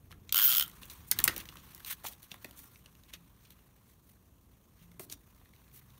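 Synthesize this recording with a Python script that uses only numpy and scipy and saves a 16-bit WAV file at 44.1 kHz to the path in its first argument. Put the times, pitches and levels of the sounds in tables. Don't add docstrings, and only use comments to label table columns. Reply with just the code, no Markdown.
import sys
import numpy as np
from scipy import signal
from scipy.fft import rfft, irfft, next_fast_len
from scipy.io import wavfile
from scipy.ndimage import uniform_filter1d, map_coordinates

SR = 44100
rng = np.random.default_rng(int(sys.argv[2]) if len(sys.argv) > 2 else 0)


def to_linear_factor(level_db):
    exponent = np.asarray(level_db, float) / 20
    return 10 ** exponent


def store_pcm(level_fs):
    pcm = np.round(np.clip(level_fs, -1, 1) * 32767).astype(np.int16)
    wavfile.write(sys.argv[1], SR, np.atleast_2d(pcm).T)


N = 264159

# [f/Hz, width/Hz, level/dB]
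CASE = [(1390, 140, 0), (3130, 290, 1), (4500, 500, -12.5), (6730, 300, -7)]
# [t/s, teeth passed]
TRAVEL = [
    (.3245, 0),
    (.3439, 1),
    (.3582, 2),
    (.4169, 8),
    (.4995, 19),
    (.5405, 24),
    (.5684, 27),
    (.6238, 31),
    (.6363, 32),
]
# [f/Hz, level/dB]
HISS = [(2350, -25), (4000, -13.5), (5000, -11), (6570, -5.5), (7690, -2), (15100, 3), (16100, 2.5),
        (17000, -87.5)]
# [t/s, rubbing level/dB, weight on the table level/dB]
HANDS = [(0, -74.5, -58.5), (.18, -75.5, -52.5), (.29, -71.5, -57.5), (.66, -62.5, -55), (.96, -62, -55),
         (1.1, -67.5, -55.5), (1.18, -54, -45.5), (1.28, -53, -47.5), (1.43, -61.5, -54),
         (1.84, -62, -57.5), (2.18, -69.5, -59.5), (2.5, -65, -59), (2.8, -69, -60), (3.7, -73, -61),
         (4.41, -75.5, -61.5), (4.85, -73, -60), (5.0, -73, -59), (5.99, -70, -61)]


def unit(x):
    return x / np.sqrt(np.mean(x ** 2) + 1e-20)


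def along(points, hz):
    f, v = np.transpose(points)
    return np.interp(np.log(hz + 1), np.log(f + 1), v)


def curves(rows):
    s, *cols = np.transpose(rows)
    return [np.interp(np.arange(N) / SR, s, c) for c in cols]


def wobble(rate):
    knots = rng.standard_normal(int(N * rate / SR) + 4)
    return map_coordinates(knots, [np.arange(N) * rate / SR])


def filtered(x, response):
    m = next_fast_len(len(x) + 4096)
    return irfft(rfft(x, m) * response(np.fft.rfftfreq(m, 1 / SR)), m)[:len(x)]


def coloured(x, spectrum):
    return filtered(x, lambda hz: to_linear_factor(along(spectrum, hz)))


def ringing(x, modes):
    def response(f):
        total = 0
        for k, (centre, width, db) in enumerate(modes):
            mode = 1j * f * width / (centre * centre - f * f + 1j * f * width)
            total = total + (-1) ** k * to_linear_factor(db) * mode
        return total
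    return filtered(x, response)


def burst(spread_ms):
    u = np.arange(SR // 20) / SR / (max(spread_ms, .2) / 1000)
    return u ** 1.41 * np.exp(-1.4 * u) * rng.standard_normal(len(u))


def add(track, s, sound, db):
    part = track[round(s * SR):][:len(sound)]
    part += to_linear_factor(db) * sound[:len(part)] / np.abs(sound).max()


def grainy(rate, spread_db, bed):
    hit = rng.random(N) < rate / SR
    sparks = hit * rng.standard_normal(N) * to_linear_factor(spread_db * rng.exponential(1, N))
    return unit(sparks) + bed * rng.standard_normal(N)


def ratchet():
    # [f/Hz, level/dB]
    snap = [(2940, -39), (5000, -6), (6660, -17.5), (7650, -14), (10500, -9.5), (12100, -8), (15300, -3),
            (16200, -20.5), (17000, -72)]
    # [t/s, pawl force level/dB, grip that frees the shell's low ring level/dB]
    pull = [
        (.324, -25.5, -18),
        (.346, -29, -4),
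        (.37, -25, -8.5),
        (.41, -29.5, -4.5),
        (.453, -35, -10),
        (.495, -30, -10.5),
        (.53, -29.5, -10),
        (.56, -29, -11.5),
        (.626, -27, -13.5),
    ]
    snap_db, last_tooth_db = 5.5, -14.5
    scatter_db, jitter_ms = 2, .5
    out = np.zeros(N)
    when, teeth = np.transpose(TRAVEL)
    chance = rng.standard_normal((int(teeth[-1]) + 1, 4))
    times = np.interp(np.arange(len(chance)), teeth, when) + jitter_ms / 1000 * chance[:, 3]
    force_db, grip_db = curves(pull)
    for s, luck_db in zip(times, scatter_db * chance[:, :3]):
        at = round(s * SR)
        high_db = force_db[at] + last_tooth_db * (s > when[-2:].mean())
        low_ring = ringing(burst(.9), CASE[:1])
        high_rings = ringing(burst(1.5), CASE[1:])
        crack = coloured(burst(1.35), snap)
        levels_db = luck_db + [high_db + grip_db[at], high_db, high_db + snap_db]
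        for sound, db in zip([low_ring, high_rings, crack], levels_db):
            loudest = np.sqrt(uniform_filter1d(sound ** 2, size=60).max())
            out[round((s - .0006) * SR):][:len(sound)] += to_linear_factor(db) * sound / loudest
    return out


def peel():
    # [t/s, pull level/dB]
    glue = [
        (.345, -50),
        (.356, -33),
        (.415, -34),
        (.454, -25),
        (.474, -31),
        (.518, -37),
        (.561, -39),
        (.574, -28),
        (.6, -42),
    ]
    # [f/Hz, level/dB]
    threads = [(3000, -28), (8000, -4.5), (11000, -4.5), (15300, -3), (17000, -2.5)]
    # [f/Hz, width/Hz, level/dB]
    table = [(75, 50, 0), (170, 20, -1.5), (297.6, 26, -5), (352, 63, -15.5)]
    breaks_per_tooth, let_go_s = 5.5, .03
    scrape_100_db, scrape_grows = -50, 1.7
    t, start, stop = np.arange(N) / SR, TRAVEL[0][0], TRAVEL[-1][0]
    turning = np.gradient(curves(TRAVEL)[0]) * SR
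    speed = np.clip(uniform_filter1d(turning, size=900), 40, None)
    touch_s = [start, start + 0.0061, stop, stop + let_go_s, stop + 2 * let_go_s]
    touch_db = np.interp(t, touch_s, [-39, 0.5, 1.5, -11, -43])

    crackle_db = curves(glue)[0] + 0.59 * wobble(60) + 2 * touch_db
    break_rate = breaks_per_tooth * speed * to_linear_factor(1.2 * wobble(300))
    breaks = np.diff(np.floor(np.cumsum(break_rate) / SR), prepend=0)
    uneven = breaks * to_linear_factor(2.2 * rng.standard_normal(N))
    sparks = ringing(uneven, [(12300, 2200, -5), (15100, 2200, 0)])
    crackle = unit(coloured(unit(sparks) + .4 * rng.standard_normal(N), threads))

    scrape_db = scrape_100_db + scrape_grows * 20 * np.log10(speed / 100) + 1.5 * wobble(40) + touch_db
    scrape = unit(ringing(rng.standard_normal(N), CASE))
    shake = unit(ringing(rng.standard_normal(N), table[2:]))
    return to_linear_factor(crackle_db) * crackle + to_linear_factor(scrape_db) * (scrape + to_linear_factor(-19) * shake)


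def taps():
    # [t/s, bright peak level/dB, body level/dB, body f/Hz, table thud level/dB]
    knocks = [(0.1244, -51, -42.5, 1390, -73), (0.2922, -58, -34, 2950, -65),
              (0.8312, -45, -36.5, 2800, -58), (0.8985, -40, -35, 4100, -60),
              (1.1131, -8, -16.5, 4500, -41), (1.118, -32, -24, 1593, -62),
              (1.1878, -14.5, -21, 3760, -36.5), (1.201, -21.5, -29, 1445, -43),
              (1.2402, -4, -27, 2196, -53), (1.251, -39, -29, 1003, -49), (1.278, -23, -16.5, 5000, -43),
              (1.277, -12.5, -13.5, 1810, -41), (1.2912, -43.5, -36, 1327, -37.5),
              (1.3628, -27, -31, 2680, -39), (1.8466, -33, -32.5, 3700, -56),
              (2.0417, -36, -36.5, 620, -48), (2.05, -44, -31, 850, -52), (2.069, -47, -34, 3320, -70),
              (2.3152, -52, -30.5, 3360, -46.5), (2.4447, -35, -33.5, 2020, -39),
              (3.1357, -36, -35, 2720, -54), (4.995, -30.5, -41.5, 2100, -39.5),
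              (5.0983, -43, -35.5, 4000, -52), (5.1234, -42, -27, 5900, -49.5)]
    # [t/s, bright peak level/dB, body level/dB, body f/Hz]
    light_ticks = [(.1086, -52, -45.5, 1070), (.1151, -57, -41.5, 2780), (.6608, -36, -49, 3000),
                   (.6786, -35, -58, 3210), (.6971, -40, -60, 2970), (.8547, -38, -61, 1350),
                   (.9123, -44, -40.5, 3950), (1.2956, -34, -35, 1065), (1.3786, -25.5, -39.5, 810),
                   (1.4021, -33, -38.5, 3200), (1.4544, -48, -40, 2460), (1.4877, -58, -35, 2930),
                   (1.5246, -55, -48, 1080), (1.5556, -41, -42, 1090), (1.5695, -60, -40, 3180),
                   (1.7473, -36, -43.5, 3980), (1.778, -43, -51, 1980), (1.8029, -47, -44.5, 1590),
                   (1.8995, -48, -38.5, 1720), (2.0845, -29, -41, 3130), (2.1328, -50, -44, 3600),
                   (2.2288, -38, -45.5, 3750), (2.3413, -40.5, -39, 1000), (2.5096, -42, -45, 3720),
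                   (2.5903, -37, -47.5, 2370), (2.7573, -61, -45.5, 2400), (2.8589, -48.5, -43.5, 2980),
                   (3.5045, -44, -48, 3970), (4.916, -56, -51, 2210), (5.5355, -66, -52.5, 2220)]
    # [t/s, level/dB, f/Hz]
    creaks = [(.7135, -47, 3050), (1.1916, -22, 1700), (1.2595, -33, 990), (1.281, -17.5, 2894),
              (1.915, -49, 2600), (2.1196, -52, 4110), (2.458, -48, 3750), (2.574, -46, 5730),
              (2.6406, -54, 1330), (2.9513, -49.5, 2870), (3.035, -49.5, 3400), (3.3734, -62, 1000),
              (3.45, -55, 3880), (3.6894, -63.5, 1310), (5.2756, -59, 697), (5.3239, -61, 900),
              (5.347, -58.5, 4500), (5.4132, -56.5, 700), (5.4566, -53.5, 1800), (5.5617, -53, 2880),
              (5.616, -56, 1030), (5.6784, -58, 2500), (5.7146, -61, 2010), (5.813, -58, 1270),
              (5.903, -54.5, 2800), (5.941, -61, 2500)]
    # [f/Hz, width/Hz, level/dB]
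    thud = [(135, 130, -1), (333, 140, 1.5), (572.6, 250, -3.5)]
    knock_ms, tick_ms = 1.28, 1
    blows = [(*row, knock_ms) for row in knocks]
    for s, bright_db, body_db, hz in light_ticks:
        blows.append((s, bright_db, body_db, hz, body_db - 17.5, tick_ms))
    for s, db, hz in creaks:
        blows.append((s, db - 4, db, hz, db - 20, tick_ms))

    out = np.zeros(N)
    for s, bright_db, body_db, hz, thud_db, spread_ms in blows:
        add(out, s, coloured(burst(spread_ms), HISS), bright_db)
        blow = burst(1.2 * spread_ms)
        lasting = ringing(blow, [(hz, .13 * hz, -1)])
        knock = ringing(blow, [(hz, .45 * hz, 0), (2.3 * hz, 2 * hz, -7)])
        add(out, s, lasting + knock, body_db)
        add(out, s, ringing(burst(3.0), thud), thud_db)
    return out


def slide():
    # [t/s, swell/ms, fade/ms, hiss level/dB, body level/dB]
    brushes = [(0.106, 11, 14, -62, -60), (0.816, 14, 21, -58, -61), (.898, 10, 35, -50, -59),
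               (1.072, 13, 20, -53, -99), (1.303, 16, 25, -51, -74), (1.36, 41, 24, -56, -51),
               (1.862, 52.4, 28.5, -37, -43.5), (2.037, 39, 14, -40, -45), (2.088, 44, 9.6, -52.5, -65),
               (2.222, 8.9, 35, -56.5, -64), (2.308, 12, 6.4, -54, -53), (2.418, 6.7, 21, -66, -81),
               (2.562, 20, 97, -55, -74), (2.672, 115, 22, -68, -96), (3.084, 15, 6.2, -59.5, -61),
               (3.131, 8.3, 17, -56, -47), (3.402, 57, 24, -69, -69.5), (3.498, 8.2, 36, -65, -68.5),
               (3.8, 136, 13, -72.5, -80.5), (4.03, 69, 61, -68.5, -83), (4.772, 59, 28, -69, -71.5),
               (4.994, 2.5, 54, -46.5, -64), (5.098, 20.7, 26, -45.5, -53), (5.728, 27, 42, -56.5, -74)]
    # [f/Hz, level/dB]
    card_colour = [(290, -47.5), (500, -18.5), (1060, 4), (1410, -2.5), (1670, -2), (1890, -4), (3320, -6),
                   (4870, -11), (6000, -12), (7800, -30), (13200, -120)]
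    end_db = -12
    loose_hz = 1800
    ms = np.arange(N) / SR * 1000
    rub_db, weight_db = curves(HANDS)
    hiss = to_linear_factor(rub_db)
    body = to_linear_factor(rub_db - 2 + 0.14 * (weight_db - weight_db.mean()))
    loose = np.zeros(N)
    for start, swell, fade, hiss_db, body_db in brushes:
        steps = start * 1000 + np.cumsum([-4, 4, swell, fade, 12])
        press = to_linear_factor(np.interp(ms, steps, [-40, end_db, 0, end_db, -40], -200, -200))
        hiss = hiss + to_linear_factor(hiss_db) * press
        loose = loose + to_linear_factor(body_db) * press

    rub = grainy(2500, spread_db=.8, bed=1.5) * to_linear_factor(2.2 * wobble(140))
    z = signal.stft(rub, nperseg=256)[2]
    patches = uniform_filter1d(rng.standard_normal(z.shape), size=5, axis=0)
    patches = uniform_filter1d(patches, size=9, axis=1)
    rub = signal.istft(z * to_linear_factor(1.8 * unit(patches)), nperseg=256)[1][:N]
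    card = unit(coloured(rub, card_colour))
    free_card = unit(filtered(card, lambda hz: 1 / (1 + (loose_hz / (hz + 1)) ** 4)))
    return hiss * unit(coloured(rub, HISS)) + body * card + loose * free_card


def room(x):
    # [delay/ms, level/dB]
    walls = [(6, -14), (12.5, -21.5), (19, -28), (27, -36.5)]
    # [f/Hz, t60/s]
    decay = [(200, 0.59), (2000, 0.21), (12000, 0.046)]
    hz, t, z = signal.stft(rng.standard_normal(SR // 2), SR, nperseg=256)
    fall_db = -60 * t / along(decay, hz)[:, None]
    tail = signal.istft(z * to_linear_factor(fall_db), SR, nperseg=256)[1]
    answer = to_linear_factor(-16) * np.pad(tail, (500, 0)) / np.linalg.norm(tail)
    for ms, db in walls:
        smear = burst(1.3)
        answer[round(ms * SR / 1000):][:len(smear)] += to_linear_factor(db) * smear / np.linalg.norm(smear)
    return signal.fftconvolve(x, answer)[:N]


def air():
    # [f/Hz, level/dB]
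    floor = [(12, -35), (20, -8), (58, 3.5), (106, 0), (197, -4.5), (318, -11.5), (1270, -24), (1590, -41),
             (4770, -34.5), (6690, -28), (7930, -30.5), (14800, -28), (17000, -45.5)]
    # [t/s, length/ms, f/Hz, level/dB]
    hums = [
        (0, 300, 88, -57),
        (2.33, 420, 1390, -75),
        (2.55, 110, 281, -67),
        (3.15, 120, 170, -62),
        (4.81, 180, 172, -59),
        (5.0, 170, 285, -64),
        (5.7, 320, 126, -62),
    ]
    t = np.arange(N) / SR
    noise = unit(coloured(rng.standard_normal(N), floor))
    low = filtered(noise, lambda hz: 1 / (1 + (hz / 450) ** 4))
    out = to_linear_factor(-66) * (noise - low) + to_linear_factor(curves(HANDS)[1] - 2.5) * unit(low)
    for start, length_ms, hz, db in hums:
        to_edge = np.minimum(t - start, start + length_ms / 1000 - t)
        swell = np.clip(to_edge / 0.0043, 0, 1)
        level = to_linear_factor(db + 0.34 * wobble(54)) * swell
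        out += level * np.sin(2 * np.pi * hz * t + 0.59 * wobble(4.9))
    return out


def scene():
    hits = ratchet() + peel() + taps()
    return (hits + room(hits) + slide() + air())[None]


def band_limit(x):
    return signal.sosfilt(signal.butter(12, 17140, fs=SR, output="sos"), x)


def record(dry):
    # [f/Hz, width/Hz, depth 0-1]
    dips = [(5000, 480, 0.4), (7660, 700, 0.4), (10520, 780, 0.36)]
    top_hz = 15850

    def microphone(hz):
        notches = np.prod([1 - depth * np.exp(-((hz - c) / w) ** 2) for c, w, depth in dips], axis=0)
        top = to_linear_factor(np.interp(hz, [top_hz - 180, top_hz + 60], [0, -30]))
        low_cut = np.sqrt(1 + (38 / (hz + 1)) ** 6)
        return notches * top / low_cut

    return band_limit(filtered(dry[0], microphone)[None])


dry = scene()
out = record(dry)
store_pcm(out)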